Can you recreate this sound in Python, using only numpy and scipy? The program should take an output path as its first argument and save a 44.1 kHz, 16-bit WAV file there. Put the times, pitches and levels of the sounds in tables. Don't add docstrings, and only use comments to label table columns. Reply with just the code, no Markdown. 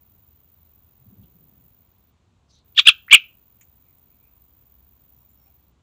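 import sys
import numpy as np
from scipy import signal
from scipy.fft import rfft, irfft
from scipy.io import wavfile

SR = 44100
rng = np.random.default_rng(int(sys.argv[2]) if len(sys.argv) > 2 else 0)


def store_wav(level_fs):
    pcm = np.round(np.clip(np.atleast_2d(level_fs), -1, 1) * 32767)
    wavfile.write(sys.argv[1], SR, pcm.T.astype(np.int16))


N = 256662
TIME = np.arange(N) / SR

# frequency in Hz, relative level in dB.
GARDEN_SPECTRUM = [(20, -17), (45, -6), (68, -1), (100, -4.5), (250, -15), (520, -24), (1050, -24),
                   (1800, -33.5), (2600, -32), (4000, -33.5), (5000, -40), (7300, -37.5), (9200, -50),
                   (16000, -61)]
# start in seconds, end in seconds, pitch in Hz, level in dB.
ENGINE_DRONES = [(0, 0.96, 81.11, -64.5), (4.3, 5.822, 64.6, -65)]
# start and length in seconds, start and end pitch in Hz, level in dB,
# waver as a share of the pitch.
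FAR_WHISTLES = [(3.83, 0.12, 2262, 2398, -74.5, 0.07), (4.091, 0.069, 2253, 2446, -75, .05),
                (4.181, 0.14, 2356, 2429, -72.5, .05), (5.091, 0.204, 5630, 5570, -83, 0.0059),
                (5.14, 0.119, 6935, 7300, -83, 0.0061), (5.266, 0.083, 7100, 7159, -75, 0.0039),
                (5.391, 0.13, 7400, 7360, -80, .002), (5.349, 0.18, 5460, 5470, -77, 0.002),
                (5.419, 0.099, 2174, 2604, -75, 0.068), (5.201, 0.0487, 1000, 965, -71, 0.065),
                (5.458, 0.055, 760, 742, -67, 0.083)]
# frequency in Hz, relative level in dB.
WING_SPECTRUM = [(5500, -44.5), (6700, -22.5), (7800, -23.5), (9000, -46), (11200, -36.5), (11600, -16),
                 (12300, -19), (13000, -13), (13700, -13), (14300, -2), (14550, -5), (14830, 7), (15000, 3),
                 (15130, 5), (15480, 0), (15600, -26)]
# start, step down in level and stop, all in seconds.
CRICKET_SPELLS = [(0, 1.855, 2.11), (2.655, 5.59, 5.71)]
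# middle and half length in seconds, pitch in Hz, level in dB.
LOW_BUMPS = [(1.018, 0.023, 135, -53), (1.067, 0.0087, 180, -48.5), (1.086, 0.014, 105, -44),
             (1.134, 0.013, 195, -47.5), (1.195, 0.017, 104, -44), (1.215, 0.034, 190, -50.5),
             (1.244, .012, 150, -48.5), (1.245, .035, 62, -51), (1.364, 0.016, 155, -53),
             (1.428, 0.025, 158, -55.5)]
# middle and half length in seconds, centre and width in Hz, level in dB.
PERCH_RUSTLES = [(1.18, 0.11, 191, 179, -59.5), (1.5, 0.25, 150, 139, -62), (2.508, 0.015, 4740, 1204, -62),
                 (2.543, 0.038, 5970, 800, -66.5), (2.565, 0.047, 3960, 950, -64.5)]
# start in
# seconds, level in dB, ring and width in Hz, time to die by 60 dB in seconds.
TICKS_AND_PULSES = [(1.232, -66.5, 3130, 1500, 0.14), (2.510, -61, 4500, 5000, 0.012),
                    (2.554, -54, 4540, 6000, 0.007), (2.587, -56, 5000, 6000, 0.0092),
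                    (2.681, -61, 4500, 6000, 0.009), (2.749, -50.5, 3050, 1500, 0.043),
                    (2.7603, -32.5, 3300, 1200, 0.018), (3.0816, -38.5, 1610, 647, 0.025),
                    (3.085, -36, 1948, 708, 0.019), (3.098, -28.5, 2300, 1100, 0.018),
                    (3.1062, -29.5, 2570, 1300, 0.019), (3.61, -54.5, 6920, 1500, 0.11),
                    (3.609, -55.5, 2287, 1500, 0.085)]
# frequency in Hz, relative level in dB.
PORCH_SPECTRUM = [(300, -12), (1000, -8), (1500, -1.5), (2000, -6.5), (2700, -2.5), (3600, -9),
                  (5000, -8.5), (8000, -2), (15000, -21)]
# frequency as a multiple of the resonance, gain in dB.
THROAT_RESPONSE = [(.15, -79), (.26, -51.5), (0.359, -26), (0.549, -20), (.68, -19), (.83, -4), (1, 0.5),
                   (1.14, -4), (1.331, -15.5), (1.648, -27.5), (2.351, -33.5), (2.85, -55), (4, -63.5)]
# top of the arch in seconds; start, knee and top pitch in Hz;
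# rise and fall in seconds; level in dB; full voice before and after the top in seconds; swell of the
# lead-in and leap to full voice in dB; time and half length of the voice break in seconds, its depth
# in dB; throat resonance in Hz, its sag in octaves; gain of the fundamental and of the overtones
# above the resonance in dB.
BULBUL_CALLS = [(2.784, 1082, 1263, 1864, 0.0084, 0.011, 0, 0.0028, 0.0125, 21.5, 15.5, 2.786, 0.0055, 5.5, 3211, 0.015, 4.5, -1),
                (2.8806, 1230, 1210, 1785, .0085, 0.016, 3.5, 0.0072, .0125, 8.5, 12.5, 2.8805, .0015, 16, 3081, 0.096, 3, -1.5),
                (3.139, 854.5, 1172, 1702, 0.0045, .0145, 8.5, .0086, .0112, 4.5, 10, 3.1388, 0.0048, 4.5, 2793, 0.0046, -6.5, -4)]

LEAD_IN_S, LEAP_S = 0.022, 0.0076


def undb(db):
    return 10 ** (np.asarray(db) / 20)


def unit(x):
    return x / np.sqrt(np.mean(x ** 2))


def coloured(points, size=N):
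    hz, db = np.transpose(points)
    f = np.maximum(np.fft.rfftfreq(size, 1 / SR), 1)
    gain = undb(np.interp(np.log(f), np.log(hz), db))
    return unit(irfft(rfft(rng.standard_normal(size)) * gain, size))


def resonance(f, hz, width_hz):
    return 1j * f * width_hz / (hz ** 2 - f ** 2 + 1j * f * width_hz)


def band(hz, width_hz, order=2):
    response = resonance(np.fft.rfftfreq(N, 1 / SR), hz, width_hz) ** order
    return unit(irfft(rfft(rng.standard_normal(N)) * response, N))


def wander(rate, size=N):
    return unit(signal.sosfilt(signal.butter(2, rate, fs=SR, output="sos"), rng.standard_normal(size)))


def bell(t, middle, half):
    return np.exp(-((t - middle) / half) ** 2)


def fade(s, length_s=0.026):
    return np.clip(.5 + (TIME - s) / length_s, 0, 1)


def garden_air(level_db=-62.5):
    return coloured(GARDEN_SPECTRUM) * undb(level_db)


def far_engines(waver=0.027, fade_s=0.17):
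    out = np.zeros(N)
    for start, end, hz, db in ENGINE_DRONES:
        envelope = np.minimum(fade(start, fade_s), 1 - fade(end, fade_s))
        pitch = hz * (1 + waver * wander(7.8))
        out += undb(db) * envelope * unit(np.sin(2 * np.pi * np.cumsum(pitch) / SR))
    return out


def far_birds(echo_db=-7, echo_t60=0.6):
    out = np.zeros(N)
    for s, length, start_hz, end_hz, db, waver in FAR_WHISTLES:
        progress = np.clip((TIME - s) / length, 0, 1)
        pitch = (start_hz + (end_hz - start_hz) * progress) * (1 + waver * wander(121))
        out += undb(db) * np.sin(np.pi * progress) * np.sin(2 * np.pi * np.cumsum(pitch) / SR)
    echoes = rng.standard_normal(N) * undb(-60 * TIME / echo_t60)
    return out + undb(echo_db) * signal.fftconvolve(out, echoes / np.linalg.norm(echoes))[:N]


def cricket(level_db=-59.7, chirps_per_s=23.2, drift=0.02, uneven_db=1, between_db=-11, step_db=-6):
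    stroke_gap_s, stroke_half_s = 0.0113, 0.0034
    chirp_rate = chirps_per_s * (1 + drift * wander(2.7))
    chirp_age = np.cumsum(chirp_rate) / SR % 1 / chirps_per_s
    strokes = sum(bell(chirp_age, k * stroke_gap_s, stroke_half_s) for k in (1, 2, 3))
    envelope = unit((strokes + undb(between_db)) * undb(uneven_db * wander(60)))
    spells = sum((fade(start) - fade(stop)) * undb(step_db * fade(sink))
                 for start, sink, stop in CRICKET_SPELLS)
    return envelope * coloured(WING_SPECTRUM) * spells * undb(level_db)


def bumps(waver=0.059):
    out = np.zeros(N)
    for s, half, hz, db in LOW_BUMPS:
        pitch = hz * (1 + waver * wander(66))
        out += undb(db) * bell(TIME, s, half) * np.sin(2 * np.pi * np.cumsum(pitch) / SR)
    return out


def rustles():
    return sum(undb(db) * bell(TIME, s, half) * band(hz, width)
               for s, half, hz, width, db in PERCH_RUSTLES)


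def ticks_and_pulses(rise_s=0.0007):
    out = np.zeros(N)
    for s, db, hz, width_hz, t60 in TICKS_AND_PULSES:
        age = np.maximum(TIME - s, 0)
        rise = 1 - bell(age, 0, rise_s)
        out += undb(db - 60 * age / t60) * rise * band(hz, width_hz, order=3)
    return out


def porch(direct, near_db=-15, near_t60=0.065, late_db=-28.5, late_t60=0.258, first_s=0.0053):
    size = SR // 2
    age = np.maximum(TIME[:size] - first_s, 0)
    f = np.fft.rfftfreq(size, 1 / SR)
    voice_band = (f > 2300) & (f < 3600)
    response = np.zeros(size)
    for db, t60 in ((near_db, near_t60), (late_db, late_t60)):
        tail = coloured(PORCH_SPECTRUM, size) * undb(-60 * age / t60) * (age > 0)
        voice_gain = np.sqrt(np.mean(np.abs(rfft(tail)[voice_band]) ** 2))
        response += undb(db) * tail / voice_gain
    return direct + signal.fftconvolve(direct, response)[:N]


def arch(age, before_s, start_hz, knee_hz, top_hz, rise_s, fall_s):
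    slack_hz, rise_shape, fall_shape = 823, 2.2, 1.1
    creep = knee_hz + (start_hz - knee_hz) * np.clip((-before_s - age) / LEAD_IN_S, 0, 1)
    climb = creep + (top_hz - creep) * np.exp(-np.abs(age / rise_s) ** rise_shape)
    sink = slack_hz + (top_hz - slack_hz) * np.exp(-np.abs(age / fall_s) ** fall_shape)
    return np.where(age < 0, climb, sink)


def effort(age, before_s, after_s, swell_db, leap_db, release_s, onset_s=0.0075, drop_db=37.5):
    early = np.maximum(-before_s - age, 0)
    onset = np.clip((LEAD_IN_S - early) / onset_s, 0, 1)
    attack_db = swell_db * early / LEAD_IN_S + leap_db * np.minimum(early / LEAP_S, 1)
    release_db = drop_db * np.maximum(age - after_s, 0) / release_s
    return onset * undb(-attack_db - release_db)


def call(row, jitter=0.011, slack_jitter=0.026, shimmer_db=2.0, rasp_db=-29, tense_hz=1300,
         lead_rough=0.94, lead_thin_db=-10, sag_s=0.047, release_s=0.01792):
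    (top_s, start_hz, knee_hz, top_hz, rise_s, fall_s, level_db, before_s, after_s, swell_db, leap_db,
     break_at, break_s, break_db, throat_hz, sag_octaves, fundamental_db, overtone_db) = row
    on = (TIME > top_s - before_s - LEAD_IN_S) & (TIME < top_s + after_s + 2 * release_s)
    age = TIME[on] - top_s
    pitch = arch(age, before_s, start_hz, knee_hz, top_hz, rise_s, fall_s)
    lead_in = np.clip((-before_s - age) / LEAP_S, 0, 1)
    slack = np.clip(np.maximum(3 * (1 - pitch / tense_hz), lead_rough * lead_in), 0, 1)
    pitch *= 1 + (jitter + slack_jitter * slack) * wander(400, len(age))
    phase = 2 * np.pi * np.cumsum(pitch) / SR
    ratios, throat_db = np.transpose(THROAT_RESPONSE)
    rasp = coloured(np.column_stack([ratios * throat_hz, throat_db]), len(age))
    voice = undb(rasp_db) * (1 + 2 * slack) * rasp
    moving_throat_hz = throat_hz * 2 ** (-sag_octaves * np.minimum((age / sag_s) ** 2, 1))
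    for k in range(1, 13):
        ratio = k * pitch / moving_throat_hz
        db = np.interp(np.log(ratio), np.log(ratios), throat_db)
        db += fundamental_db * (k == 1) + overtone_db * np.clip(2 * (ratio - 1), 0, 1)
        db += lead_thin_db * lead_in * np.clip(5 * (.85 - ratio), 0, 1)
        db += shimmer_db * slack * wander(340, len(age))
        lag = 2 * np.angle(resonance(ratio, 0.97, 0.13))
        voice += undb(db) * np.sin(k * phase + lag)
    envelope = effort(age, before_s, after_s, swell_db, leap_db, release_s)
    dip_db = break_db * bell(TIME[on], break_at, break_s)
    out = np.zeros(N)
    out[on] = voice * envelope * undb(level_db - dip_db)
    return out


def bulbul(lowest_hz=990):
    voice = sum(call(row) for row in BULBUL_CALLS)
    return signal.sosfiltfilt(signal.butter(4, lowest_hz, "high", fs=SR, output="sos"), voice)


def scene():
    garden = garden_air() + cricket() + far_birds() + far_engines()
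    cage = porch(bulbul() + ticks_and_pulses() + rustles())
    return (cage + bumps() + garden)[None]


def record(dry, low_cut_hz=40, top_hz=15900, knee=14):
    clipped = dry / (1 + np.abs(dry) ** knee) ** (1 / knee)
    thinned = signal.sosfilt(signal.butter(2, low_cut_hz, "high", fs=SR, output="sos"), clipped)
    return signal.sosfiltfilt(signal.ellip(8, .05, 50, top_hz, fs=SR, output="sos"), thinned)


dry = scene()
out = record(dry)
store_wav(out)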